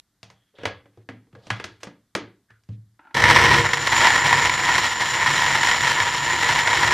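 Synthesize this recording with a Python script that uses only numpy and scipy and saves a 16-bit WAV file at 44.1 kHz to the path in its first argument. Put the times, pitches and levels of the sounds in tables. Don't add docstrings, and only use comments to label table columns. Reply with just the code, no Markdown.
import sys
import numpy as np
from scipy import signal
from scipy.fft import rfft, irfft, next_fast_len
from scipy.io import wavfile
from scipy.ndimage import uniform_filter1d

SR = 44100
rng = np.random.default_rng(int(sys.argv[2]) if len(sys.argv) > 2 else 0)


def unload_audio(sound):
    columns = np.transpose(np.atleast_2d(sound))
    steps = np.round(np.clip(columns, -1, 1) * 32767)
    wavfile.write(sys.argv[1], SR, steps.astype(np.int16))


N = 305613
T = np.arange(N) / SR

# f/Hz, level/dB per Hz
QUIET_SPECTRUM = [(15, -32.5), (25, -1.5), (97, 2), (210, -4), (305, -4.5), (455, -15), (1870, -13),
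                  (2570, -23), (3440, -16), (13400, -23), (14500, -39)]
QUIET_DB = -75
# f/Hz, side-minus-mid level/dB
QUIET_DIFFERENCE = [(60, -35), (500, -18), (2400, -23), (4400, -8), (8000, -1.5), (14500, -7.5)]
# f/Hz, side-minus-mid level/dB
FOREGROUND_DIFFERENCE = [(60, -48), (400, -38), (3800, -42), (5000, -14), (7000, -19), (8000, -14),
                         (10500, -10), (14500, -6)]
# f/Hz, t60/s
ROOM_DECAYS = [(80, 0.37), (210, 0.46), (560, 0.28), (1470, 0.31), (3880, 0.29), (10200, 0.04)]
ROOM_DB, BLEND_ROOM_DB, BLEND_T60_S = -7, -5.5, 0.056

# start t/s, end t/s, level/dB before the swell, centre f/Hz, width/Hz
RUB_STROKES = [(.27, .55, -78, 3300, 230), (.32, .56, -80.5, 1900, 1100), (0.562, .66, -56.5, 1740, 900),
               (0.551, .66, -57.5, 3350, 700), (0.537, .66, -59, 490, 300), (0.93, 1.04, -74, 1900, 1700),
               (1.31, 1.62, -61, 420, 580), (1.38, 1.8, -61.5, 3800, 2000), (1.802, 1.85, -58, 1800, 2900),
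               (2.485, 2.55, -62, 1700, 220), (2.48, 2.61, -69, 1460, 220), (2.675, 2.768, -71, 2700, 2000),
               (.7, 0.78, -75.5, 2970, 1500)]

# t/s, thud level/dB, hollow level/dB, clack level/dB, tick level/dB, hollow f/Hz
LID_KNOCKS = [(.23, -50, -49, -39, -33, 670), (.301, -53, -53.5, -42, -44, 600),
              (.585, -53, -41.5, -39, -61, 547), (.614, -52, -42, -46, -59, 574),
              (0.634, -45, -29.5, -31, -40, 520), (.654, -31, -27, -11.5, -21, 577),
              (.857, -66, -52, -50, -75, 558), (.973, -49.5, -46, -70, -61, 366),
              (1.089, -47, -32, -29.5, -44.5, 275), (1.269, -62, -58, -64, -76, 287),
              (1.328, -43.5, -58, -53, -61, 376), (1.351, -46, -41.5, -42, -53.5, 505),
              (1.469, -53, -41, -40, -40.5, 212), (1.503, -26, -37, -12.5, -22, 629),
              (1.599, -48, -37, -25, -42, 395), (1.641, -39.5, -36, -23.5, -23, 362),
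              (1.832, -50, -37, -28.5, -24.5, 470), (1.871, -51, -36.5, -36.5, -43, 205),
              (2.151, -51, -22.5, -14.5, -18, 320), (2.504, -55, -67, -46, -58, 373),
              (2.636, -70.5, -78, -69, -58, 273), (2.689, -30.5, -46, -53, -52, 256)]
# low f/Hz, high f/Hz
KNOCK_BANDS = [(70, 170), (170, 700), (700, 2400), (2400, 6000)]
# f/Hz, level/dB before weighting by decay, t60/s
JAR_MODES = [(110.4, 5, 0.28), (193.5, -5.5, 0.28), (289.6, -3, .16), (462.5, -5, 0.18), (580, -21, 0.33),
             (906, -15, 0.12), (1250, -15.5, .12), (1658, -4, 0.16), (2020, -8, 0.21), (2920, -27.5, 0.15),
             (3370, -5.5, .2)]
JAR_RING_DB, HOLLOW_DB, HOLLOW_T60_S = -2, -2.5, 0.13
CONTACT_AT_700_HZ_MS = 6.37

# t/s, peak level/dB
SWITCH_CLICKS = [(2.993, -40.5), (3.051, -47), (3.07, -43.5), (3.109, -43)]
# f/Hz, width/Hz, level/dB
SWITCH_RESONANCES = [(306, 83, -2.5), (897, 180, 2.5), (1390, 110, 5.5), (2390, 380, -19)]

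START_S, TOP_HZ = 3.143, 14250
# t/s, rattle level/dB
BLADE_LOAD = [(3.14, -20.5), (3.2, -18), (3.3, -12), (3.4, -11.5), (3.6, -15), (3.7, -23.5), (3.9, -23.5),
              (4.0, -12), (4.2, -16), (4.4, -17), (4.52, -22), (4.72, -16.5), (4.97, -25), (5.35, -17),
              (5.8, -19.5), (6.2, -22), (6.45, -19), (6.93, -18)]
# t/s, peak level/dB
ICE_CRACKS = [(3.2038, -9), (3.2217, -3.5), (3.2392, 3.5), (3.3096, 2), (3.3606, 1.5), (3.4643, -9),
              (3.5129, -1.5), (3.69, -11), (3.7332, -3), (3.872, -5.5), (3.964, -5.5), (4.013, -4),
              (4.0706, -0.5), (4.328, 0), (4.4952, -4), (4.7818, -5), (5.0211, -9.5), (5.2611, -8),
              (5.5532, -5), (5.6313, -6), (5.7128, -4.5), (5.877, -11.5), (6.43, -7.5), (6.5515, -9),
              (6.8768, -9), (6.9084, -6)]
# f/Hz, width/Hz, level/dB
HOUSING_MODES = [(846, 51, -25.5), (975.6, 96.4, 1.5), (1392, 197, -11), (1770, 42, -1.5), (1889, 116, 1),
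                 (2120, 330, -7)]
HOUSING_REST_DB = -14
# f/Hz, width/Hz, level/dB
BASE_MODES = [(68.4, 6.4, -1.5), (104.7, 19.3, 2.5), (138.8, 9.2, 2.5), (199.6, 5.9, -5.5),
              (267, 37, -11.5), (338, 36, -7), (472.2, 4.9, 3.5)]
# t/s, level/dB
BASE_RUMBLE = [(3.14, -7), (3.3, -11.5), (3.58, -10), (4.05, -19), (4.35, -14.5), (4.7, -19), (5.1, -17),
               (5.7, -18.5), (6.2, -16), (6.7, -18.5), (6.93, -11.5)]
# f/Hz, level/dB per Hz
GRIT_SPECTRUM = [(1900, -4), (2500, 2), (2800, 7.5), (3250, 8.5), (3600, 4), (3950, 6.5), (4650, -0.5),
                 (5600, 4), (6550, -5.5), (7800, -6.5), (9000, -12), (10800, -18.5), (14500, -21)]
CHIPS_PER_S, CHIP_SPREAD_DB = 1100, 2.5
LUMPS_PER_S, LUMP_DB, LUMP_SPREAD_DB = 9, 7.5, 3
GRIT_DB, GRIT_SHARE, GRIT_FLICKER_DB = -17.5, .76, 1.5
WHISTLE_HZ, WHISTLE_AT_S, WHISTLE_RISE_S = (6880, 7240), 3.59, 0.057
WHISTLE_DB, WHISTLE_SHARE = -30, 0.31


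def undb(db):
    return 10 ** (np.asarray(db) / 20)


def level(x, db):
    return x * undb(db) / np.sqrt(np.mean(x ** 2))


def band(x, lo_hz, hi_hz, order=2):
    return signal.sosfilt(signal.butter(order, [lo_hz, hi_hz], "bandpass", fs=SR, output="sos"), x)


def peak(x, hz, width_hz):
    return signal.lfilter(*signal.iirpeak(hz, hz / width_hz, SR), x)


def resonate(x, modes):
    return sum(undb(db) * peak(x, hz, width_hz) for hz, width_hz, db in modes)


def colour(x, points):
    hz, db = np.transpose(points)
    n = next_fast_len(N)
    f = np.maximum(np.arange(n // 2 + 1) * SR / n, 1)
    gain = undb(np.interp(np.log(f), np.log(hz), db))
    return irfft(rfft(x, n) * gain, n)[:N]


def walk(rate):
    k = int(SR / rate)
    return uniform_filter1d(np.repeat(rng.standard_normal(N // k + 1), k), k)[:N]


def blows(seconds, sizes, contact_ms):
    out, t = np.zeros(N + SR), np.arange(SR // 20) / SR
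    for s, size, ms in zip(seconds, sizes, contact_ms):
        i = int(s * SR)
        out[i:i + len(t)] += size * rng.standard_normal(len(t)) * np.exp(-t * 1000 / ms)
    return out[:N]


def quiet_background():
    mid, side = [colour(rng.standard_normal(N), QUIET_SPECTRUM) for _ in range(2)]
    gain = undb(QUIET_DB) / mid.std()
    return gain * mid, gain * colour(side, QUIET_DIFFERENCE)


def linger(x, t60):
    keep = np.exp(-2 * np.log(1000) / t60 / SR)
    return np.sqrt(signal.lfilter([1 - keep], [1, -keep], x ** 2))


def diffuse(x, decays):
    hz, t60 = np.transpose(decays)
    out = 0
    for f in 62.5 * np.sqrt(2) ** np.arange(17):
        edges = f / 2 ** .25, f * 2 ** .25
        band_t60 = np.interp(np.log(f), np.log(hz), t60)
        fading = linger(band(x, *edges, order=3), band_t60)
        carrier = level(band(rng.standard_normal(N), *edges, order=3), 0)
        out = out + fading * carrier
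    return out


def room(x):
    lag = int(.005 * SR)
    return np.concatenate([np.zeros(lag), diffuse(x, ROOM_DECAYS)[:N - lag]])


def rubs():
    out, grip = np.zeros(N), undb(3.5 * walk(70))
    for start, end, db, hz, width_hz in RUB_STROKES:
        a, b = int(start * SR), int(end * SR)
        slip = rng.standard_normal(b - a) * grip[a:b]
        squeak = peak(peak(slip, hz, width_hz), hz, 2 * width_hz)
        swell = np.sqrt(np.sin(np.pi * np.arange(b - a) / (b - a)))
        out[a:b] += level(squeak, db) * swell
    return out + undb(ROOM_DB - 11.5) * room(out)


def knock_impacts(s, bands_db):
    hit = 0
    for (lo, hi), db in zip(KNOCK_BANDS, bands_db):
        contact_ms = CONTACT_AT_700_HZ_MS * (700 / lo) ** 0.39
        burst = band(blows(s, undb(db), np.full(len(s), contact_ms)), lo, hi)
        hit = hit + burst * np.sqrt(SR / 8 / (hi - lo))
    hit = band(hit, 66.0, 9200, order=1)
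    return hit + undb(ROOM_DB) * room(hit)


def jar_ring(hit):
    ring = 0
    for hz, db, t60 in JAR_MODES:
        mode = peak(hit, hz, np.log(1000) / np.pi / t60)
        ring = ring + undb(db) * mode * np.sqrt(t60 / 0.011)
    return undb(JAR_RING_DB) * ring


def enclosed_air(s, db, hollow_hz):
    air, t = np.zeros(N), np.arange(SR // 3) / SR
    decay = np.exp(-np.log(1000) * t / HOLLOW_T60_S)
    for at, size, hz in zip((s * SR).astype(int), undb(db + HOLLOW_DB), hollow_hz):
        air[at:at + len(t)] += size * np.sin(2 * np.pi * hz * t) * decay
    return air + undb(-4.5) * room(air)


def knocks():
    s, *bands_db, hollow_hz = np.transpose(LID_KNOCKS)
    hit = knock_impacts(s, bands_db)
    return hit + jar_ring(hit) + enclosed_air(s, bands_db[1], hollow_hz)


def switch():
    s, db = np.transpose(SWITCH_CLICKS)
    clicks = blows(s, undb(db), np.full(len(s), 6.5))
    scratch = level(rng.standard_normal(N), -56.5) * (T > s[0]) * (T < START_S)
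    return undb(10.5) * band(resonate(clicks + scratch, SWITCH_RESONANCES), 190, 2200)


def ice_impacts(load_db, load):
    arrivals = rng.random(N) < CHIPS_PER_S / SR
    sizes = undb(CHIP_SPREAD_DB * rng.standard_normal(N))
    chips = arrivals * sizes * rng.choice([-1, 1], N)
    chips = level(chips * undb(2.1 * walk(60)), 0) * load
    s, db = np.transpose(ICE_CRACKS)
    gap_chance, size_chance = rng.standard_normal(size=(60, 2)).T
    at = START_S + np.cumsum(np.exp(.5 * gap_chance)) / LUMPS_PER_S
    lump_db = np.interp(at, T, load_db) + LUMP_DB + LUMP_SPREAD_DB * size_chance
    heard = at < T[-1]
    s, db = np.append(s, at[heard]), np.append(db, lump_db[heard])
    ice = chips + undb(-3.0) * blows(s, undb(db), np.full(len(s), 3.5))
    return ice + undb(BLEND_ROOM_DB) * linger(ice, BLEND_T60_S) * rng.standard_normal(N)


def housing_rattle(ice):
    dull = band(ice, 560, 2450, order=4)
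    return resonate(dull, HOUSING_MODES) + undb(HOUSING_REST_DB) * dull


def base_rumble(ice, load):
    drive = ice + level(rng.standard_normal(N), 5.0) * load
    shake = band(drive, 50, 1440) * undb(np.interp(T, *np.transpose(BASE_RUMBLE)))
    return resonate(shake, BASE_MODES) + undb(-21) * shake


def slush_grit(ice, load_db, load):
    spray = undb(-1.0) * ice + level(rng.standard_normal(N), -5.0) * load
    grit = undb(GRIT_DB + (GRIT_SHARE - 1) * load_db + GRIT_FLICKER_DB * walk(25))
    return colour(spray * grit, GRIT_SPECTRUM)


def motor_whistle(load_db, on):
    waver = undb(1.5 * walk(40) + 1.5 * walk(5))
    air = level(band(rng.standard_normal(N) * waver, *WHISTLE_HZ, order=3), 0)
    rise = 1 / (1 + np.exp((WHISTLE_AT_S - T) / WHISTLE_RISE_S))
    return air * undb(WHISTLE_DB + WHISTLE_SHARE * load_db) * on * rise


def blender():
    load_db = np.interp(T, *np.transpose(BLADE_LOAD))
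    on = np.clip((T - START_S) / 0.0024, 0, 1)
    load = undb(load_db) * on
    ice = ice_impacts(load_db, load)
    rattle = undb(9.5) * housing_rattle(ice)
    base = undb(14.0) * base_rumble(ice, load)
    grit = undb(4.5) * slush_grit(ice, load_db, load)
    return rattle + base + grit + motor_whistle(load_db, on)


def scene():
    quiet_mid, quiet_side = quiet_background()
    mid = rubs() + knocks() + switch() + blender()
    side = colour(diffuse(mid, [(60, .03), (14000, .015)]), FOREGROUND_DIFFERENCE)
    mid, side = mid + quiet_mid, side + quiet_side
    return np.array([mid + side, mid - side])


def record(dry):
    cut = signal.ellip(10, .2, 70, TOP_HZ, fs=SR, output="sos")
    rounded = np.clip(1.2 * np.tanh(dry), -.96, .96)
    return signal.sosfilt(cut, rounded)


dry = scene()
out = record(dry)
unload_audio(out)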